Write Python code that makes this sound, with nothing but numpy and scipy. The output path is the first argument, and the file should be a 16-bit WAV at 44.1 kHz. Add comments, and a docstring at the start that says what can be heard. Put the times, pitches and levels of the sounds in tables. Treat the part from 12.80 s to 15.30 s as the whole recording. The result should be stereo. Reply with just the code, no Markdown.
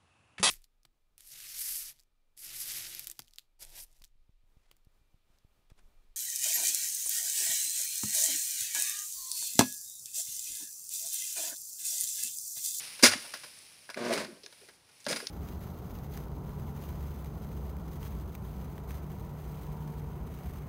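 """One hard chop, a juddering pull and a tearing cut, with knocks, dry snaps and hissing leaflets between:
a sickle on a long pole works in the crown of an oil palm.
Tears, knocks, snaps and leaflets are filtered random fractures; thuds are wobbling low tones; the pull is
a train of stick-slip pulses with rasping grains. The grove adds a faint noise tail, and soft air noise
lies underneath. Both channels are the same."""
import sys
import numpy as np
from scipy import signal
from scipy.fft import rfft, irfft
from scipy.io import wavfile
from scipy.ndimage import uniform_filter1d

SR = 44100
rng = np.random.default_rng(int(sys.argv[2]) if len(sys.argv) > 2 else 0)


def bounce(signal):
    """Save signal as a 16-bit WAV file at the path given by the first command-line argument."""
    frames = np.transpose(np.atleast_2d(signal))
    limited = np.clip(frames, -1, 1)
    pcm = np.round(limited * 32767).astype(np.int16)
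    wavfile.write(sys.argv[1], SR, pcm)


N = 110250
T = np.arange(N) / SR
SIZE = 2 ** 18  # FFT length, samples
HZ = np.maximum(np.arange(SIZE // 2 + 1) * SR / SIZE, 1)
FIBRES_PER_S, FIBRE_SPREAD_DB = 12000, 2

# colour of snapping fibres and flicked leaflets: (frequency [Hz], gain [dB])
SNAP_COLOUR = [(100, -28), (500, -15), (1500, -4.5), (2300, -3), (5000, -2.5), (7500, -4.5), (10000, 4),
               (12500, -10), (15500, -12.5)]


def from_db(db):
    """Decibels to amplitude gain."""
    return 10 ** (np.asarray(db) / 20)


def rms_one(x):
    """Scale to rms 1."""
    return x / np.sqrt(np.mean(np.abs(x) ** 2) + 1e-20)


def in_time(rows):
    """Control curve at every sample, linear between (time, value) rows."""
    return np.interp(T, *np.transpose(rows))


def colour(points):
    """Gain at every FFT frequency; dB linear over log frequency."""
    hz, db = np.transpose(points)
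    return from_db(np.interp(np.log(HZ), np.log(hz), db))


def peak(hz, width_hz):
    """Gain of one resonance, 1 on top."""
    return 1 / np.sqrt(1 + ((HZ ** 2 - hz ** 2) / (HZ * width_hz)) ** 2)


def body(x, gain):
    """Minimum-phase filter with the shape of gain, scaled to keep the power of white noise."""
    cepstrum = irfft(np.log(rms_one(gain) + 1e-6))
    # fold the cepstrum onto positive time: makes the filter causal
    cepstrum[1:SIZE // 2] *= 2
    cepstrum[SIZE // 2 + 1:] = 0
    response = np.exp(rfft(cepstrum))
    return irfft(rfft(x, SIZE) * response)[:N]


def band(x, hz, width_hz):
    """Two-pole resonance that keeps the power of white noise."""
    r = np.exp(-np.pi * width_hz / SR)
    zeros = np.sqrt((1 - r * r) / 2) * np.array([1, 0, -1])
    poles = [1, -2 * r * np.cos(2 * np.pi * hz / SR), r * r]
    return signal.lfilter(zeros, poles, x + 1e-18)


def butter(x, order, hz, kind="low"):
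    """Butterworth filter."""
    return signal.lfilter(*signal.butter(order, hz, kind, fs=SR), x)


def crackle(per_s, spread_db):
    """Random tiny fractures of uneven size and either sign; rms 1."""
    sizes = from_db(spread_db * np.minimum(rng.exponential(1, N), 4))
    signs = rng.choice([-1, 1], N)
    occurs = rng.random(N) < per_s / SR
    return rms_one(sizes * signs * occurs)


def envelope(s, attack_s, hold_s, t60_s):
    """Linear rise from s; exponential decay factor from s + hold_s, 60 dB per t60_s."""
    rise = np.clip((T - s) / attack_s, 0, 1)
    decay_db = -60 * np.clip((T - s - hold_s) / t60_s, 0, 3)
    return rise * from_db(decay_db)


def bursts(rows):
    """Fracture bursts, each with its own envelope and its own bass and treble shelves."""
    bass_edge_hz, treble_edge_hz = 520, 1700
    grains = crackle(FIBRES_PER_S, FIBRE_SPREAD_DB)
    low, middle, high = np.zeros((3, N))
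    for s, attack_s, hold_s, t60_s, db, bass_db, treble_db in rows:
        burst = grains * envelope(s, attack_s, hold_s, t60_s) * from_db(db)
        low = low + burst * from_db(bass_db)
        middle = middle + burst
        high = high + burst * from_db(treble_db)
    bass_shelf = butter(low - middle, 1, bass_edge_hz)
    treble_shelf = butter(high - middle, 1, treble_edge_hz, "high")
    return middle + bass_shelf + treble_shelf


def smear(x):
    """All-pass echoes spread each pulse over several milliseconds."""
    # all-pass echoes that spread each pulse: (delay [s], strength [ratio])
    echoes = [(.0011, 0.59), (.0019, .55), (.0031, .45)]
    spectrum = rfft(x, SIZE)
    for delay_s, strength in echoes:
        late = np.exp(-2j * np.pi * HZ * delay_s)
        g = np.clip(strength, 0, .9)
        spectrum = spectrum * (late - g) / (1 - g * late)
    return irfft(spectrum)[:N]


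def stalk_resonances():
    """The cut stalk and blade boost or dip the spectrum at their modes."""
    # modes of stalk and blade: (frequency [Hz], width [Hz], boost of the mode alone [dB])
    modes = [(239.8, 25, 1.5), (595, 45, 5), (1101, 16, 3.5), (1453, 100, 7), (1644, 40, 8),
             (2130, 79, 2.5), (2280, 84, 2.5), (2230, 8.3, -0.5), (2740, 29, 4.5), (3964, 8.3, 3.5),
             (4880, 70, 4.5), (5064, 12, 6), (4930, 65, 6.5), (6190, 35, 3), (7007, 23, 7.5)]
    gain = 1 + sum((from_db(db) - 1) * peak(hz, width_hz) ** 2 for hz, width_hz, db in modes)
    return np.abs(gain)


def outdoor_air():
    """Steady coloured noise."""
    air_db = -67
    # colour of the air: (frequency [Hz], gain [dB])
    air_colour = [(20, -27), (50, -12), (100, -3), (200, -6.5), (500, -8), (1000, -11), (2000, -13.5),
                  (6000, -16.5), (15500, -34)]
    return from_db(air_db) * body(rng.standard_normal(N), colour(air_colour))


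def grove(x):
    """Trunks and crowns scatter a diffuse tail: convolution with decaying noise."""
    tail_db, t60_s, delay_s = -18, 0.37, .02  # the tail rises over delay_s, then decays
    # colour of the tail: (frequency [Hz], gain [dB])
    tail_colour = [(80, -13), (300, -9), (1000, -6.5), (2000, -3.5), (5000, -5.5), (10000, -6),
                   (15500, -15)]
    tail = rng.standard_normal(N) * envelope(0, delay_s, delay_s, t60_s)
    tail = tail / np.sqrt(np.sum(tail ** 2))
    scattered = signal.fftconvolve(x, tail)[:N]
    return from_db(tail_db) * body(scattered, colour(tail_colour))


def leaflets():
    """Dense fractures as dry leaflets brush each other, plus sparse smeared flicks."""
    ticks_per_s, spread_db = 10000, 3
    flicks_per_s, flick_spread_db, flick_offset_db = 30, 2.5, -13
    # shaking of the leaflets: (time [s], level [dB])
    shaking = [(0, -41.5), (.18, -48), (.4, -46), (.6, -50.5), (.9, -56), (1.07, -59), (1.45, -58),
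               (1.6, -63), (1.85, -58.5), (2.02, -69.5), (2.16, -62.5), (2.25, -59.5), (2.36, -45.5),
               (2.5, -54)]
    # colour of the brushing: (frequency [Hz], gain [dB])
    leaf_colour = [(60, -24.5), (130, -11.5), (400, -15), (900, -11.5), (1500, -9), (2400, -0.5),
                   (3300, -5), (5300, 0), (7000, -11), (8300, -7.5), (9700, 1.5), (11000, -7.5),
                   (13000, -16), (15500, -16)]
    level_db = in_time(shaking)
    brushing = body(crackle(ticks_per_s, spread_db) * from_db(level_db), colour(leaf_colour))
    flicks = crackle(flicks_per_s, flick_spread_db) * from_db(level_db + flick_offset_db)
    return brushing + body(smear(flicks), colour(SNAP_COLOUR))


def knocks():
    """The pole knocks on stalks: short fracture bursts ring the stalk modes."""
    attack_s, hold_s = 0.0015, 0.00096
    # knocks: (time [s], level [dB], t60 [s], bass [dB], treble [dB])
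    hits = [(0.192, -41.5, 0.09, -9, 3), (0.442, -50.5, 0.3, 8, -9), (.537, -36.5, 0.099, -0.5, 2.5),
            (0.634, -46.5, 0.13, 6, 5), (1.091, -33, 0.014, 3, -14), (1.0989, -35.5, 0.067, -11, -3.5),
            (1.172, -34, 0.032, 5.5, -24), (1.447, -39, 0.046, 8.5, -6), (1.661, -45, 0.045, 1, -7),
            (1.725, -53.5, 0.043, -7, 4.5), (1.814, -66.5, 0.057, -3, 10), (1.886, -46, 0.088, -7, -6),
            (2.088, -66, .1, -6, 5.5), (2.2647, -34.5, 0.067, 12, -2.5), (2.402, -33, 0.036, -7, -6)]
    # colour of a knock: (frequency [Hz], gain [dB])
    knock_colour = [(60, -35), (200, -13.5), (400, -10), (560, -4), (790, -8.5), (970, -4.5), (1250, -8.5),
                    (1600, -3), (2500, -9.5), (3700, -10), (5500, -8), (7500, -21), (9800, -11.5),
                    (12000, -22), (15500, -25)]
    rows = [(s, attack_s, hold_s, t60_s, db, bass_db, treble_db)
            for s, db, t60_s, bass_db, treble_db in hits]
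    return body(bursts(rows), colour(knock_colour) * stalk_resonances())


def snaps():
    """Single dry fibres break: a broad crack and a short pitched ring."""
    width_share = 0.28  # ring bandwidth / pitch
    # snaps: (time [s], drive level [dB], pitch [Hz], t60 [s], broad crack re drive [dB])
    breaks = [(0.3362, -24.5, 2260, 0.027, -27), (.788, -47.5, 8400, .018, -7),
              (1.143, -34.5, 2330, 0.025, -19), (1.1445, -60, 1920, 0.02, -26),
              (1.143, -37.5, 4930, 0.023, -20), (1.2512, -39, 5500, 0.018, -14),
              (1.3295, -48, 6260, .02, -18), (1.3355, -28.5, 4440, 0.02, -7),
              (1.4461, -39.5, 5000, 0.026, -20), (1.634, -45, 4970, 0.086, -16),
              (1.662, -33.5, 5100, 0.009, -19), (1.725, -53, 4020, 0.026, -9), (2.203, -52, 7040, .04, -9),
              (2.2434, -46, 7600, 0.011, -16), (2.2511, -43, 5200, .03, -16),
              (2.2644, -29.5, 4800, 0.013, -24), (2.3279, -31, 3580, 0.023, -18),
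              (2.360, -37, 3870, 0.018, -6), (2.4694, -28.5, 5400, 0.023, -12)]
    out = 0
    grains = crackle(2 * FIBRES_PER_S, FIBRE_SPREAD_DB)
    for s, db, hz, t60_s, crack_db in breaks:
        burst = grains * envelope(s, 0.0002, .0008, t60_s) * from_db(db)
        ring = butter(band(burst, hz, hz * width_share), 2, min(1.05 * hz, 18000))
        out = out + ring + burst * from_db(crack_db)
    return body(out, colour(SNAP_COLOUR))


def thuds():
    """The heavy stalk gives: dull damped tones, unsteady in pitch and strength."""
    attack_s, low_edge_share = 0.0032, 0.52
    grit_share, wobble_share = .6, .6  # rms strength wobble; scale on the wobble column
    # thuds: (time [s], level before band-pass [dB], pitch [Hz], pitch wobble before wobble_share [Hz], t60 [s])
    shudders = [(0.23, -21.5, 245, 35.3, .09), (0.263, -44, 93, 30, 0.29), (.352, -42, 289, 99, 0.1),
                (1.094, -51.5, 575, 101.5, 0.06), (1.304, -32, 669, 39.7, 0.16),
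                (1.364, -29, 382.2, 130, 0.067), (1.372, -36, 207.8, 52, 0.3),
                (1.48, -42.5, 344, 150.2, .09), (1.521, -50.5, 270.5, 101, .13), (1.635, -55, 413, 149, .2),
                (1.812, -56, 403, 152.4, 0.21), (1.883, -60, 414, 145, .12), (2.268, -36, 288, 203, .08),
                (2.295, -34, 453, 199.4, 0.22), (2.314, -41.5, 198, 98.5, 0.25),
                (2.424, -44.5, 427, 146, .12)]
    out = 0
    for s, db, hz, wobble_hz, t60_s in shudders:
        wobble, grit = rms_one(uniform_filter1d(rng.standard_normal((2, N)), size=130))
        cycles = np.cumsum(hz + wobble_share * wobble_hz * wobble) / SR
        shudder = rms_one((1 + grit_share * grit) * np.sin(2 * np.pi * cycles))
        shudder = shudder * envelope(s, attack_s, attack_s, t60_s) * from_db(db)
        out = out + butter(shudder, 2, [hz * low_edge_share, 2 * hz], "band")
    return out


def pull():
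    """Stick-slip pulses shake the stalk, ever less evenly; each slip rasps a few fibres."""
    slip_decay_s, slip_grit_db, slip_spread_db = .0045, -5.5, 2.24
    stuck_grit_share = .35  # grit left between slips, re the start of a slip's decay
    rasp_grains_per_s, rasp_spread_db = 2700, 2
    # slip rate: (time [s], nominal rate [slips/s])
    slip_rate = [(1.16, 130), (1.2, 118), (1.27, 118.4), (1.32, 112), (1.39, 97), (1.56, 101)]
    # unevenness: (time [s], rms spread of log rate [nepers])
    slip_jitter = [(1.17, 0.042), (1.3, 0.046), (1.37, .2), (1.56, .3)]
    # force of the pull: (time [s], level [dB])
    force = [(1.14, -120), (1.158, -44.5), (1.172, -40), (1.22, -36.5), (1.26, -34.5), (1.33, -36.5),
             (1.38, -35.5), (1.42, -39), (1.47, -59.5), (1.54, -55), (1.6, -72), (1.66, -120)]
    # colour of the judder: (frequency [Hz], gain [dB])
    judder_colour = [(50, -45.5), (115, -17), (170, -7), (235, 0.5), (300, -9.5), (370, 2.5), (470, -2),
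                     (640, 0), (800, -18), (980, -8.5), (1200, -10.5), (1340, -22.5), (1490, -10.5),
                     (1900, -18), (2370, -21), (3000, -21), (5000, -24.5), (8000, -40), (15500, -53)]
    # rasp of fibres on the blade: (time [s], level [dB])
    rasp_level = [(1.15, -110), (1.174, -46.5), (1.22, -49.5), (1.26, -44.5), (1.295, -42.5), (1.34, -37.5),
                  (1.365, -38.5), (1.405, -38), (1.46, -51.5), (1.56, -79), (1.62, -110)]
    # colour of the rasp: (frequency [Hz], gain [dB])
    rasp_colour = [(200, -18), (1000, -4), (2400, 2.5), (3000, -9), (4800, -3), (7000, -12), (8500, -11.5),
                   (9700, -9.5), (12000, -20.5), (15500, -24.5)]

    wander = rms_one(uniform_filter1d(rng.standard_normal(N), size=300))
    rate = in_time(slip_rate)
    cycles = np.cumsum(rate * np.exp(in_time(slip_jitter) * wander)) / SR
    slip_sizes = from_db(slip_spread_db * rng.standard_normal(N))
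    slips = rms_one(np.diff(np.floor(cycles), prepend=0) * slip_sizes)  # one pulse per cycle
    since_slip_s = (cycles % 1) / rate
    gate = rms_one(np.exp(-since_slip_s / slip_decay_s) + stuck_grit_share)

    grit = from_db(slip_grit_db) * gate * rng.standard_normal(N)
    judder = body((slips + grit) * from_db(in_time(force)), colour(judder_colour))
    grains = np.sqrt(gate) * crackle(rasp_grains_per_s, rasp_spread_db)
    rasp = body(grains * from_db(in_time(rasp_level)), colour(rasp_colour))
    return smear(judder) + rasp


def tears():
    """The blade tears through fibres: dense fracture bursts ring the stalk modes."""
    # tears: (time [s], attack [s], decay start after onset [s], t60 [s], level [dB], bass [dB], treble [dB])
    rips = [(.225, 0.0022, 0.016, 0.037, -26, 7, 3.5), (.2325, 0.00089, 0.012, 0.077, -12.5, 3, -1),
            (.251, 0.0045, 0.019, 0.11, -15.5, -15, -3), (.310, 0.0035, 0.016, 0.15, -24, -22, -13),
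            (.3325, .002, 0.002, .05, -26, -2, -18), (1.326, .001, 0.0031, 0.038, -36, 13.5, 1.5),
            (1.337, 0.00081, 0.0021, 0.059, -30.5, -2, -5.5),
            (1.376, 0.00064, 0.0046, 0.044, -28, 8.5, -16), (2.2835, 0.00038, 0.02, 0.042, -35, 8, 0),
            (2.308, 0.00067, 0.016, 0.08, -39.5, -3, 4), (2.326, .001, 0.0036, 0.079, -29.5, 6, -22),
            (2.360, 0.0011, 0.0085, 0.073, -29, -3, -9), (2.393, 0.0011, 0.01, 0.27, -46, 5, -9)]
    # colour of tearing fibre: (frequency [Hz], gain [dB])
    fibre_colour = [(40, -47), (65, -40), (90, -26), (160, -15), (240, -2.5), (340, -8), (500, -8),
                    (790, -9), (1100, -7), (1600, -6), (2200, -3), (3100, -7.5), (5100, -1), (6500, -6),
                    (8100, -10), (9300, -2.5), (11000, -13), (13000, -20.5), (15500, -18.5)]
    return body(bursts(rips), colour(fibre_colour) * stalk_resonances())


def scene():
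    """The work, thin in the deep bass, with its tail, the leaflets and the air; both sides alike."""
    low_cut_hz = 69
    work = knocks() + snaps() + thuds() + pull() + tears()
    work = butter(work, 2, low_cut_hz, "high")
    mono = outdoor_air() + leaflets() + grove(work) + work
    return np.tile(mono, (2, 1))


def record(dry):
    """Peaks are rounded off towards a ceiling, then the top is cut steeply."""
    peak_limit, cutoff_hz = .8, 15550  # amplitude; Hz
    rounded = dry / (1 + (dry / peak_limit) ** 4) ** .25
    top_cut = signal.ellip(12, .1, 80, cutoff_hz, fs=SR, output="sos")
    return signal.sosfilt(top_cut, rounded)


dry = scene()
out = record(dry)
bounce(out)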